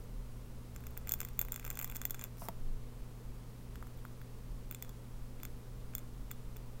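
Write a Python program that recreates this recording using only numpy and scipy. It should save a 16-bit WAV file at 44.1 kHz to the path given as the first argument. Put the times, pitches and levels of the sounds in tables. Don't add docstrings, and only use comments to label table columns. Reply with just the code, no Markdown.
import sys
import numpy as np
from scipy import signal
from scipy.fft import rfft, irfft
from scipy.io import wavfile
from scipy.ndimage import uniform_filter1d, minimum_filter1d

SR = 44100
rng = np.random.default_rng(int(sys.argv[2]) if len(sys.argv) > 2 else 0)


def output_pcm(signal):
    pcm = np.clip(np.atleast_2d(signal).T, -1, 1) * 32767
    wavfile.write(sys.argv[1], SR, np.round(pcm).astype(np.int16))


def level_to_linear(level):
    exponent = np.asarray(level, float) / 20
    return 10 ** exponent


N = 299873
CONTACT_LENGTH = 2600

# pitch_hz, level_db, t60_s
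TINE_MODES = [(11630, -20.5, 0.0075), (12050, -9.5, 0.0048), (12720, -7.5, 0.0048), (13040, -6, 0.0055),
              (13660, -13, 0.004), (14680, -1.5, 0.0035), (14530, 2.5, 0.0069), (15200, -6, 0.0032),
              (15540, -8, 0.0033), (15720, -8, 0.0037), (16300, -8, 0.003)]
# pitch_hz, level_db, t60_s
BODY_MODES = [(4280, -18.5, 0.0043), (4980, -16.5, 0.0066), (6470, 0.5, 0.003), (6630, -8, 0.017),
              (7150, -0.5, 0.0087), (7446, 0, 0.0074), (8460, -8.5, 0.009), (9420, -13.5, 0.0092),
              (10110, -12, 0.0077)]
# pitch_hz, level_db, t60_s
PAPER_MODES = [(850, -1.5, 0.0069), (1214, 1.5, 0.0093), (1580, 0, 0.011), (2020, -2.5, 0.014),
               (2474, 4.5, 0.0056), (3160, -16, 0.016)]


def rms_one(x):
    return x / np.sqrt(np.mean(x ** 2) + 1e-20)


def noise(count=N):
    return rng.standard_normal(count)


def in_time(rows):
    s, level_db = np.transpose(rows)
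    return level_to_linear(np.interp(np.arange(N) / SR, s, level_db, left=-150, right=-150))


def band(x, low_hz, high_hz, order=2):
    edges_hz = [low_hz, min(high_hz, .45 * SR)]
    return signal.sosfilt(signal.butter(order, edges_hz, "band", fs=SR, output="sos"), x)


def ring(force, hz, t60):
    r = level_to_linear(-60 / (t60 * SR))
    w = 2 * np.pi * hz / SR
    return signal.lfilter([0, np.sin(w)], [1, -2 * r * np.cos(w), r * r], force)


def place(times, sounds):
    out = np.zeros(N + CONTACT_LENGTH)
    for s, sound in zip(times, sounds):
        start = round(s * SR)
        out[start:start + CONTACT_LENGTH] += sound
    return out[:N]


def lumpy(low_hz, high_hz, level_db, lump_db, lump_hz):
    settle = 2 * SR
    low = band(noise(N + settle), low_hz, high_hz, order=3)[settle:]
    wander = band(noise(N + settle), 0.9, lump_hz, order=1)[settle:]
    return level_to_linear(level_db) * rms_one(low * level_to_linear(lump_db * rms_one(wander)))


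def thuds():
    # centre_s, length_s, level_db, pitch_hz
    floor_thuds = [
        (0.201, 0.066, -42, 37.3),
        (0.949, 0.5, -52, 65.6),
        (1.479, 0.071, -43.5, 31.3),
        (2.692, 0.067, -33, 20.6),
        (3.747, 0.11, -52, 60),
        (4.525, 0.041, -44, 40),
        (4.92, 0.028, -46, 40.7),
        (5.224, .07, -47, 38.8),
        (5.919, 0.052, -52, 62.4),
        (6.224, .08, -50, 40),
    ]
    t = np.arange(N) / SR
    out = np.zeros(N)
    for s, length_s, level_db, hz in floor_thuds:
        swell = np.exp(-((t - s) / length_s) ** 2)
        out -= np.sqrt(2) * level_to_linear(level_db) * swell * np.cos(2 * np.pi * hz * (t - s))
    return out


def room_tone():
    # pitch_hz, density_db (per Hz)
    air_colour = [(40, -1), (60, 2), (85, -5.5), (140, -7.5), (175, -6), (270, -10), (330, -15),
                  (450, -11.5), (700, -21.5), (1100, -21.5), (1600, -28), (3000, -31.5), (6000, -34),
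                  (16000, -35.5)]
    # pitch_hz, level_db (rms)
    mains = [(120.5, -53), (240.7, -63.5), (59.45, -72.5)]
    colour_hz, colour_db = np.transpose(air_colour)
    hz = np.fft.rfftfreq(N, 1 / SR) + 1
    colour = level_to_linear(np.interp(np.log(hz), np.log(colour_hz), colour_db, left=-60))
    air = level_to_linear(-54) * rms_one(irfft(rfft(noise()) * colour, N))

    rumble = lumpy(25, 42.7, level_db=-51, lump_db=1.5, lump_hz=8.0)
    sway = lumpy(3.3, 16.2, level_db=-49.5, lump_db=3.0, lump_hz=4.6)

    t = np.arange(N) / SR
    waver_db = 0.23 * rms_one(band(noise(N + SR), 0.56, 2.4, order=1)[SR:])
    hum = sum(np.sqrt(2) * level_to_linear(level_db + waver_db) * np.sin(2 * np.pi * pitch_hz * t)
              for pitch_hz, level_db in mains)
    return air + rumble + sway + thuds() + hum


def rasp():
    # time_s, level_db
    pressure = [
        (.7, -87),
        (1.2, -66),
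        (1.3, -75),
        (1.42, -73),
        (1.7, -63),
        (1.87, -64.5),
        (2.13, -74),
        (2.25, -57),
        (2.3, -83),
    ]
    catches = rng.random(N) < 700 / SR
    size = level_to_linear(3.5 * np.minimum(rng.exponential(1, N), 4))
    grains = catches * size * rng.choice([-1, 1], N) + 1e-18
    sheet = sum(level_to_linear(level_db) * ring(grains, hz, t60) for hz, level_db, t60 in PAPER_MODES)
    steel = sum(level_to_linear(level_db) * ring(grains, hz, t60) for hz, level_db, t60 in TINE_MODES + BODY_MODES)
    return in_time(pressure) * (rms_one(sheet) + level_to_linear(-2.5) * rms_one(steel))


def slip_force(count, rise_s, fall_s, rough, kick):
    t = np.arange(CONTACT_LENGTH) / SR
    shape = np.where(t < rise_s, (t / rise_s) ** 2, np.exp(-(t - rise_s) / fall_s))
    release = kick * np.eye(1, CONTACT_LENGTH, round(rise_s * SR))
    return release + shape * rough * noise((count, CONTACT_LENGTH))


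def struck(force, modes, peak_db, spread_db=2.5):
    uneven = level_to_linear(spread_db * noise((len(force), len(modes))))
    rings = 0
    for k, (hz, level_db, t60) in enumerate(modes):
        rings = rings + (-1) ** k * uneven[:, [k]] * level_to_linear(level_db) * ring(force, hz, t60)
    loudest = np.sqrt(2 * uniform_filter1d(rings[:, :300] ** 2, size=40).max(axis=1))
    return rings * (level_to_linear(peak_db) / loudest)[:, None]


def nib():
    # time_s, tine_db, body_db, paper_db
    loop_slips = [(0.7485, -56, -68, -64), (0.7621, -44, -46, -45), (0.8056, -53, -65, -56),
                  (0.8389, -53, -63, -50.5), (0.8685, -41, -47, -47), (0.9084, -50, -70, -62),
                  (0.9695, -54, -62, -45), (0.9755, -33, -45.5, -44.5), (1.0732, -39, -48, -42.5),
                  (1.083, -46, -52, -47), (1.0932, -27, -33.5, -41), (1.1122, -40, -45, -41.5),
                  (1.1203, -21, -31.5, -48), (1.1388, -24, -34, -39.5), (1.1902, -48, -64, -56),
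                  (1.2043, -30, -34, -38.5), (1.2151, -33, -42, -38), (1.2308, -48, -47, -44),
                  (1.25, -34.5, -43, -43), (1.274, -57, -62, -56), (1.287, -44, -52, -49.5),
                  (1.3335, -56, -69, -64), (1.3755, -54, -69, -61),
                  (1.3924, -19, -32, -36), (1.4145, -22.5, -33, -37.5), (1.426, -50, -53, -44),
                 (1.4502, -39, -51, -47), (1.485, -43, -57, -43), (1.5213, -26.5, -34.5, -44),
                 (1.531, -48, -54, -43), (1.5428, -39, -40.5, -45), (1.561, -34, -37, -39.5),
                 (1.577, -47, -56, -47), (1.597, -41, -44.5, -44), (1.628, -55, -64, -48),
                 (1.6443, -45, -56, -45), (1.6504, -36, -43, -42), (1.6647, -40, -47, -42),
                 (1.668, -42, -52, -48), (1.678, -38, -49, -41.5), (1.703, -30, -34.5, -42),
                 (1.7115, -41, -46, -42), (1.7286, -45, -60, -63), (1.7549, -42, -47, -61),
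                 (1.7733, -38, -43.5, -39), (1.791, -29.5, -36, -40), (1.799, -35, -45, -39.5),
                 (1.814, -33, -47, -40), (1.8252, -34, -43, -44), (1.8294, -38, -42, -46),
                 (1.8448, -28, -36.5, -40),
                  (1.8766, -42, -52, -50), (1.899, -36.5, -45.5, -44), (1.915, -41, -50, -51),
                 (1.9225, -45, -53, -43), (1.9496, -39, -55, -57), (1.9551, -46, -43.5, -44),
                 (1.9598, -35, -41, -45), (1.9665, -32, -41.5, -49), (2.016, -36, -37.5, -38),
                 (2.025, -49, -55, -54), (2.0366, -49, -59, -49), (2.0533, -22, -33.5, -35.5),
                 (2.098, -39, -51, -48), (2.1077, -27.5, -36, -44.5), (2.1452, -42, -42.5, -41.5),
                 (2.149, -46, -50, -48), (2.1941, -44, -42.5, -43.5), (2.213, -49, -41, -46),
                 (2.2221, -44, -59, -45), (2.24, -31, -39.5, -43), (2.246, -48, -52, -49)]
    curl = [(4.712, -32.5, -46.5, -44), (4.7247, -42, -53, -48), (4.7478, -40, -40, -43.5),
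            (4.8248, -33, -40.5, -43), (4.848, -52, -56, -51), (4.8934, -47, -50.5, -56),
            (5.401, -56, -62, -51.5), (5.433, -36, -45, -43.5), (5.4522, -36, -43, -43),
            (5.937, -62, -66, -48), (5.9514, -26.5, -35, -42.5), (5.982, -37, -46, -47.5),
            (5.991, -52, -50, -55), (6.309, -55, -55, -44.5), (6.3141, -34, -40.5, -41.5),
            (6.5634, -53, -70, -50.5), (6.568, -44, -51.5, -52)]
    # time_s, tine_db
    hairline = [
        (3.828, -56),
        (3.870, -56),
        (3.877, -57),
        (3.975, -55),
        (3.99, -58),
        (4.052, -50),
        (4.081, -58),
        (4.217, -52),
    ]
    # pitch_hz, level_db, t60_s
    shank_modes = [(3460, 7, .042), (3330, -11, 0.013), (3410, -3.5, 0.038)]
    hair_s, hair_db = np.transpose(hairline)
    hair_slips = np.column_stack([hair_s, hair_db, hair_db - 14, hair_db - 16])
    slips = np.vstack([loop_slips, hair_slips, curl])
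    s, tine_db, body_db, paper_db = slips.T
    count = len(s)

    shank_db = -54.5 + 0.63 * (body_db + 43)
    shank_db += 2.5 * (s > 1.88)
    shank_db -= 2.5 * (s < 1.05)
    rebound = (np.diff(s, prepend=0) < .013) & (np.diff(tine_db, prepend=0) < 0)
    shank_db -= 17 * rebound

    snap = slip_force(count, rise_s=.0005, fall_s=.00015, rough=.5, kick=5)
    steel = struck(snap, TINE_MODES, tine_db + 1.0) + struck(snap, BODY_MODES, body_db + .5)
    fray = slip_force(count, rise_s=.0005, fall_s=.00072, rough=1.6, kick=1.1)
    crack = band(fray, 3580, 11000)
    steel += crack * (level_to_linear(body_db - 5.5) / np.abs(crack).max(axis=1))[:, None]

    push = slip_force(count, rise_s=.00042, fall_s=.0007, rough=.3, kick=5)
    holder = struck(push, PAPER_MODES, paper_db) + struck(push, shank_modes, shank_db)
    return place(s - .0008, steel) + place(s - .001, holder)


def reflections(x):
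    t60_s, gap_s = .085, .0025
    t = np.arange(6000) / SR
    tail = noise(len(t)) * level_to_linear(-60 * t / t60_s) * np.clip(t / gap_s - 1, 0, 1)
    return level_to_linear(-38.5) * signal.fftconvolve(x, tail)[:N]


def taps():
    # time_s, tick_db, knock_db, knock_hz
    contacts = [
        (2.371, -54, -70, 900),
        (2.3825, -50, -58, 905),
        (2.42, -56, -45, 850),
        (2.486, -31.5, -30.5, 995),
        (3.757, -42.5, -43, 1500),
        (3.8267, -50, -37, 1300),
        (3.87, -56, -46, 1310),
        (3.975, -58, -62, 1400),
        (4.052, -46, -35, 1370),
        (4.216, -51, -42.5, 1600),
    ]
    # pitch_hz, level_db, t60_s
    desk_modes = [(189, -42, 0.091), (670, -38.5, 0.054), (960, -34, 0.021), (1310, -49, 0.02),
                  (2720, -53, 0.011)]
    # time_s, level_db
    desk_blows = [
        (2.4204, -4.5),
        (2.4879, 0.5),
    ]
    force = slip_force(len(contacts), rise_s=.00051, fall_s=.0016, rough=1.2, kick=5.5)
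    tick = band(force, 1900, 21600) + band(force, 1900, 3700) + band(force, 12200, 15300)
    tick = tick / np.abs(tick).max(axis=1)[:, None]
    click = np.eye(1, CONTACT_LENGTH)[0]
    pad = np.convolve(click, np.hanning(14) / 5)[:CONTACT_LENGTH]
    sounds = [level_to_linear(tick_db + 5.5) * one + level_to_linear(knock_db) * ring(pad, hz, 8.3 / hz)
              for one, (s, tick_db, knock_db, hz) in zip(tick, contacts)]
    desk = sum(level_to_linear(level_db) * ring(click, hz, t60) for hz, level_db, t60 in desk_modes)
    blow_s, blow_db = np.transpose(desk_blows)
    blows = [level_to_linear(level_db) * desk for level_db in blow_db]
    return place(np.array(contacts)[:, 0] - .0006, sounds) + place(blow_s, blows)


def stroke(start_s, attack_s, hold_s, release_s, level_db):
    s = start_s + np.cumsum([0, attack_s, hold_s, release_s])
    return in_time(np.transpose([s, level_db - 15 * np.array([1, 0, 0, 1])]))


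def brush():
    patches = level_to_linear(2.0 * rms_one(band(noise(), 30, 250)))
    hiss = band(noise(), 6200, 21000) + 1.2 * band(noise(), 5200, 6000) + band(noise(), 10600, 15500)
    drag = band(noise(), 300, 1200)
    slide = stroke(2.375, attack_s=.025, hold_s=.06, release_s=.035, level_db=-55.5)
    rub = stroke(2.4, attack_s=.025, hold_s=.04, release_s=.02, level_db=-57)
    return slide * rms_one(patches * hiss) + rub * rms_one(patches * drag)


def scene():
    close = rasp() + nib() + taps() + brush()
    return (room_tone() + close + reflections(close))[None]


def band_limit(x):
    return signal.sosfilt(signal.butter(12, 17130, fs=SR, output="sos"), x)


def record(dry):
    steady_top_hz, click_top_hz, click_db = 15850, 17100, -58
    hz = np.fft.rfftfreq(N, 1 / SR)
    spectrum = rfft(dry)
    fade_in = np.clip((hz - steady_top_hz) / 60, 0, 1)
    fade_out = np.clip((click_top_hz - hz) / (click_top_hz - steady_top_hz), 0, 1) ** 2
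    top = irfft(spectrum * fade_in * fade_out, N)
    below = irfft(spectrum * np.clip((steady_top_hz + 60 - hz) / 60, 0, 1), N)
    click = uniform_filter1d(top ** 2, size=130) > level_to_linear(2 * click_db)
    widened = -minimum_filter1d(-1. * click, size=90)
    gate = uniform_filter1d(widened, size=60)
    return band_limit(below + gate * top)


dry = scene()
out = record(dry)
output_pcm(out)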